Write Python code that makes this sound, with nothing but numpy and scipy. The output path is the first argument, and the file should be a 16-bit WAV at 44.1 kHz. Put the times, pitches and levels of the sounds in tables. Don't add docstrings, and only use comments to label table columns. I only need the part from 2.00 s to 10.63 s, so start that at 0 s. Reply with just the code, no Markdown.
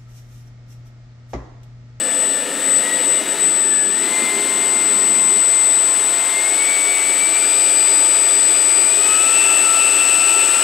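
import sys
import numpy as np
from scipy import signal
from scipy.fft import rfft, irfft, next_fast_len
from scipy.io import wavfile
from scipy.ndimage import uniform_filter1d, map_coordinates

SR = 44100
rng = np.random.default_rng(int(sys.argv[2]) if len(sys.argv) > 2 else 0)


def bounce(signal):
    frames = np.transpose(np.atleast_2d(signal))
    limited = np.clip(frames, -1, 1)
    pcm = np.round(limited * 32767).astype(np.int16)
    wavfile.write(sys.argv[1], SR, pcm)


N = 380583

# time in seconds, shaft speed in turns per second.
SHAFT_SPEED = [(0, 143.6), (.28, 147), (.5, 147), (.7, 157), (.9, 160.9), (1.5, 159.9), (1.7, 145.9),
               (1.8, 141.8), (1.89, 141.6), (2.02, 163.5), (2.1, 171.8), (2.2, 173.2), (2.35, 173.3),
               (2.5, 174.7), (4.32, 174.55), (4.4, 176.2), (4.6, 185.4), (4.7, 187.7), (5.05, 187.8),
               (5.3, 192.4), (5.52, 200.8), (5.8, 200.3), (6.86, 199.9), (7, 208.5), (7.2, 216),
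               (7.3, 221.2), (7.37, 222.3), (7.64, 222.2), (7.7, 220.9), (7.83, 222.6), (8.4, 222.3),
               (8.5, 224.9), (8.63, 227.8)]

# frequency in Hz, relative density in dB.
DEEP_SPECTRUM = [(20, -34), (70, -30), (110, -22.5), (160, -10), (220, 3), (270, -4.5), (350, -35.5)]
RUMBLE_SPECTRUM = [(120, -57), (200, -15.5), (280, -4), (340, -0.5), (400, -2), (440, -6), (470, -26),
                   (600, -60)]
RUSH_SPECTRUM = [(120, -60), (300, -11), (430, -9), (480, -10.5), (540, -5), (1050, -9.5), (1300, -2),
                 (1600, -7), (2000, -4.5), (2600, -4.5), (3250, -6.5), (3500, -5), (4500, -10), (6200, -22),
                 (8000, -50)]
HISS_SPECTRUM = [(3000, -31), (5500, -25), (6500, -14), (7300, -7.5), (8100, 2.5), (9000, -5), (10200, -11),
                 (12000, -19), (15700, -25)]
SIZZLE_SPECTRUM = [(2500, -50), (4000, -5), (4800, 0), (5600, -1.5), (6500, -7), (7500, -38)]
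# centre in Hz, width in Hz, relative peak in dB.
BODY_MODES = [(404.2, 18.6, 6.5), (536, 55, 4), (681, 89, 6.5), (897, 150, 7.5), (1470, 65, -5.5),
              (1686, 63, 4.5), (1860, 77, 4), (2885, 87, 0.5), (3394, 49, 1.5), (3573, 76, 3)]
INTAKE_MODES = [(280, 61, 1), (506, 57, 2), (548, 31, 1.5), (630, 38, -1), (1290, 200, -11.5),
                (1860, 210, -7), (2860, 180, -7), (3450, 140, -13)]
HOWL_MODES = [(900, 83, -9.5), (1230, 71, -5), (2467, 33, 4), (2540, 73, -2), (2930, 45, 0),
              (2750, 430, -7)]
# time in seconds, deep gain in dB, rumble gain in dB.
BASS_BOOST = [(0, 3.5, -0.5), (.7, 9, 0), (1.5, 10, 5), (1.75, 8.5, 2), (2.1, 10.5, 7), (3.38, 12.5, 3.5),
              (3.46, 1, -0.5), (8.63, 0, -0.5)]
# time in seconds, rush gain in dB, hiss gain in dB.
AIR_DRIFT = [(0, 0, 2.5), (.6, 0.5, 3), (1.4, 0.5, 2), (1.8, -0.5, 0), (2.15, 1.5, 2.5), (3.4, -1, 0),
             (4.3, 1, 2.5), (4.7, 0, 1.5), (6.5, -0.5, 0.5), (6.9, -0.5, 0.5), (8.63, -0.5, 1)]
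# shaft speed in turns per second, level in dB.
HOWL_LEVELS = [(144, -49), (175, -51), (188, -41), (205, -36.5), (222, -29)]

# time in seconds, level in dB.
WHISTLE_LEVELS = [(0.0, -20), (0.09, -21), (0.21, -17.5), (0.36, -20), (0.48, -28), (0.6, -25), (0.67, -18),
                  (0.77, -13.5), (0.81, -19), (0.91, -24), (0.94, -18), (0.98, -21.5), (1.1, -16),
                  (1.18, -17.5), (1.25, -31), (1.3, -19), (1.32, -19), (1.37, -28), (1.42, -15.5),
                  (1.46, -14), (1.51, -17), (1.75, -16), (2.09, -20.5), (2.43, -21.5), (2.6, -18.5),
                  (3.2, -15), (3.7, -14.5), (4.33, -20), (4.64, -17.5), (5.1, -18), (5.82, -14.5),
                  (8.51, -16), (8.63, -18)]
SIDEBAND_LEVELS = [(0, -54), (3, -56), (4, -48), (5, -45), (7, -52), (8.63, -51)]
HARMONIC_ORDERS = (1, 4, 6, 8, 11, 13, 14, 24, 36)
# shaft speed in turns per second, then a level in dB for each order.
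HARMONIC_LEVELS = [(144, -59, -49, -53, -57, -48, -47, -56, -48, -55),
                   (160, -57, -45, -46, -49, -45, -40, -54, -44, -54),
                   (173, -52, -50, -39, -46, -48, -48, -41, -43, -52),
                   (175, -57, -49, -41.5, -47, -52, -60, -49, -56, -52),
                   (188, -58, -53, -46, -49, -37, -46, -55, -45, -55),
                   (200, -66, -62, -52, -53, -39.5, -52, -64, -36, -58),
                   (209, -66, -62, -36, -64, -50, -62, -64, -44, -66),
                   (217, -66, -62, -31, -64, -56, -62, -64, -47, -66),
                   (221, -66, -62, -26, -64, -60, -62, -64, -48, -66),
                   (222.5, -66, -62, -32, -64, -60, -59, -64, -51, -66),
                   (225.5, -66, -62, -32, -64, -60, -54, -64, -51, -66),
                   (227, -66, -62, -32, -64, -60, -34, -64, -52, -66)]
# time in seconds, level in dB before interference with its echo.
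WHINE_LEVELS = [(0, -38), (.5, -42), (.95, -33), (1.1, -44), (1.55, -45), (1.8, -34), (1.9, -42),
                (2.1, -31.5), (2.65, -28), (2.85, -31), (3.3, -30.5), (3.9, -35), (4.36, -27), (4.52, -30),
                (4.66, -23), (4.85, -28), (5.4, -31), (5.6, -38.5), (6.4, -40.5), (7, -33.5), (7.3, -27),
                (8.4, -27.5), (8.63, -26.5)]
# frequency in Hz, left port over right port in dB.
PORT_BALANCE = [(1500, 0), (1900, 0.95), (2150, 3.5), (4000, 3), (5300, 5.5), (6900, 11), (7700, 13.5),
                (8400, 12), (9500, 7.5), (10200, 2), (10400, 0)]

CRUISE_SPEED = 180
# level in dB at cruise speed, change in dB per tenfold speed.
DEEP_LAW, RUMBLE_LAW = (-51.5, -15), (-37.5, 21)
RUSH_LAW, HISS_LAW, SIZZLE_LAW = (-28, 28.3), (-29, 44.4), (-39.5, 50)
SWITCH_HZ, WHINE_ORDER = 8008.8, 12
ECHO_DELAY_S, ECHO_GAIN = .026767, -.58
LOW_CUT_HZ, TOP_HZ = 83, 15725


def amp(db):
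    return 10 ** (np.asarray(db) / 20)


def unit(x):
    return x / np.sqrt(np.mean(x ** 2) + 1e-20)


def gain_at(spectrum, f):
    hz, db = np.transpose(spectrum)
    return amp(np.interp(np.log(f + 1), np.log(hz + 1), db))


def curves(rows):
    seconds, *columns = np.transpose(rows)
    return [np.interp(np.arange(N) / SR, seconds, column) for column in columns]


def wobble(knots_per_s):
    coarse = np.arange(0, N + 64, 64)
    knots = rng.standard_normal(int(N * knots_per_s / SR) + 4)
    return np.interp(np.arange(N), coarse, map_coordinates(knots, [coarse * knots_per_s / SR]))


def filtered(x, response):
    size = next_fast_len(N + SR // 2)
    return irfft(rfft(x, size) * response(np.fft.rfftfreq(size, 1 / SR)), size)[..., :N]


def resonance_power(modes, f):
    return sum(amp(2 * db) / (1 + (2 * (f - hz) / width) ** 2) ** 2 for hz, width, db in modes)


def tone(cycles, db, flutter_db, jitter_rad):
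    phase = 2 * np.pi * (cycles + rng.random()) + jitter_rad * wobble(25)
    return np.sqrt(2) * amp(db + flutter_db * wobble(14)) * np.sin(phase)


def turbulence(response, patchy_db=.69):
    spectra = signal.stft(rng.standard_normal(N), nperseg=512)[2]
    patches = uniform_filter1d(rng.standard_normal(spectra.shape), size=6, axis=0)
    patches = uniform_filter1d(patches, size=14, axis=1)
    noise = signal.istft(spectra * amp(patchy_db * unit(patches)), nperseg=512)[1][:N]
    return unit(filtered(noise, response))


def flow_band(speed, spectrum, law, modes=()):
    cruise_db, slope_db = law
    noise = turbulence(lambda f: gain_at(spectrum, f) * np.sqrt(1 + resonance_power(modes, f)))
    return amp(cruise_db + slope_db * np.log10(speed / CRUISE_SPEED)) * noise


def airflow(speed):
    deep_db, rumble_db = curves(BASS_BOOST)
    rush_db, hiss_db = curves(AIR_DRIFT)
    deep = amp(deep_db) * flow_band(speed, DEEP_SPECTRUM, DEEP_LAW)
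    rumble = amp(rumble_db) * flow_band(speed, RUMBLE_SPECTRUM, RUMBLE_LAW, BODY_MODES)
    rush = amp(rush_db) * flow_band(speed, RUSH_SPECTRUM, RUSH_LAW, BODY_MODES)
    hiss = amp(hiss_db) * flow_band(speed, HISS_SPECTRUM, HISS_LAW)
    sizzle = flow_band(speed, SIZZLE_SPECTRUM, SIZZLE_LAW)
    return deep + rumble + rush + hiss + sizzle


def intake_note(near_db=-32, far_db=-50.5, leaves_s=1.19, away_s=1.75):
    level_db, = curves([(leaves_s, near_db), (away_s, far_db)])
    return amp(level_db) * turbulence(lambda f: np.sqrt(resonance_power(INTAKE_MODES, f)))


def duct_howl(speed):
    level_db = np.interp(speed, *np.transpose(HOWL_LEVELS))
    return amp(level_db) * turbulence(lambda f: np.sqrt(resonance_power(HOWL_MODES, f)))


def controller_whistle(turns):
    cycles = SWITCH_HZ * np.arange(N) / SR
    whistle_db, = curves(WHISTLE_LEVELS)
    sideband_db, = curves(SIDEBAND_LEVELS)
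    whistle = tone(cycles, whistle_db, flutter_db=.3, jitter_rad=.04)
    sideband = tone(cycles + WHINE_ORDER * turns, sideband_db, flutter_db=3, jitter_rad=.6)
    return whistle + sideband


def shaft_harmonics(speed, turns):
    speeds, *levels = np.transpose(HARMONIC_LEVELS)
    return sum(tone(order * turns, np.interp(speed, speeds, db),
                    flutter_db=1.9, jitter_rad=.12 + .03 * order)
               for order, db in zip(HARMONIC_ORDERS, levels))


def fan_whine(speed, turns):
    pitch_hz = WHINE_ORDER * speed
    comb = np.abs(1 + ECHO_GAIN * np.exp(2j * np.pi * pitch_hz * ECHO_DELAY_S))
    level_db, = curves(WHINE_LEVELS)
    return comb * tone(WHINE_ORDER * turns, level_db, flutter_db=1.6, jitter_rad=.3)


def scene():
    speed, = curves(SHAFT_SPEED)
    turns = np.cumsum(speed) / SR
    tones = fan_whine(speed, turns) + shaft_harmonics(speed, turns) + controller_whistle(turns)
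    air = airflow(speed) + intake_note() + duct_howl(speed)
    return np.tile(tones + air, (2, 1))


def record(dry):
    def response(f):
        left_over_right = gain_at(PORT_BALANCE, f)
        shares = 2 / (1 + np.array([1 / left_over_right, left_over_right]))
        low_cut = f / np.hypot(f, LOW_CUT_HZ)
        return shares * low_cut * (f < TOP_HZ)
    return filtered(dry, response)


dry = scene()
out = record(dry)
bounce(out)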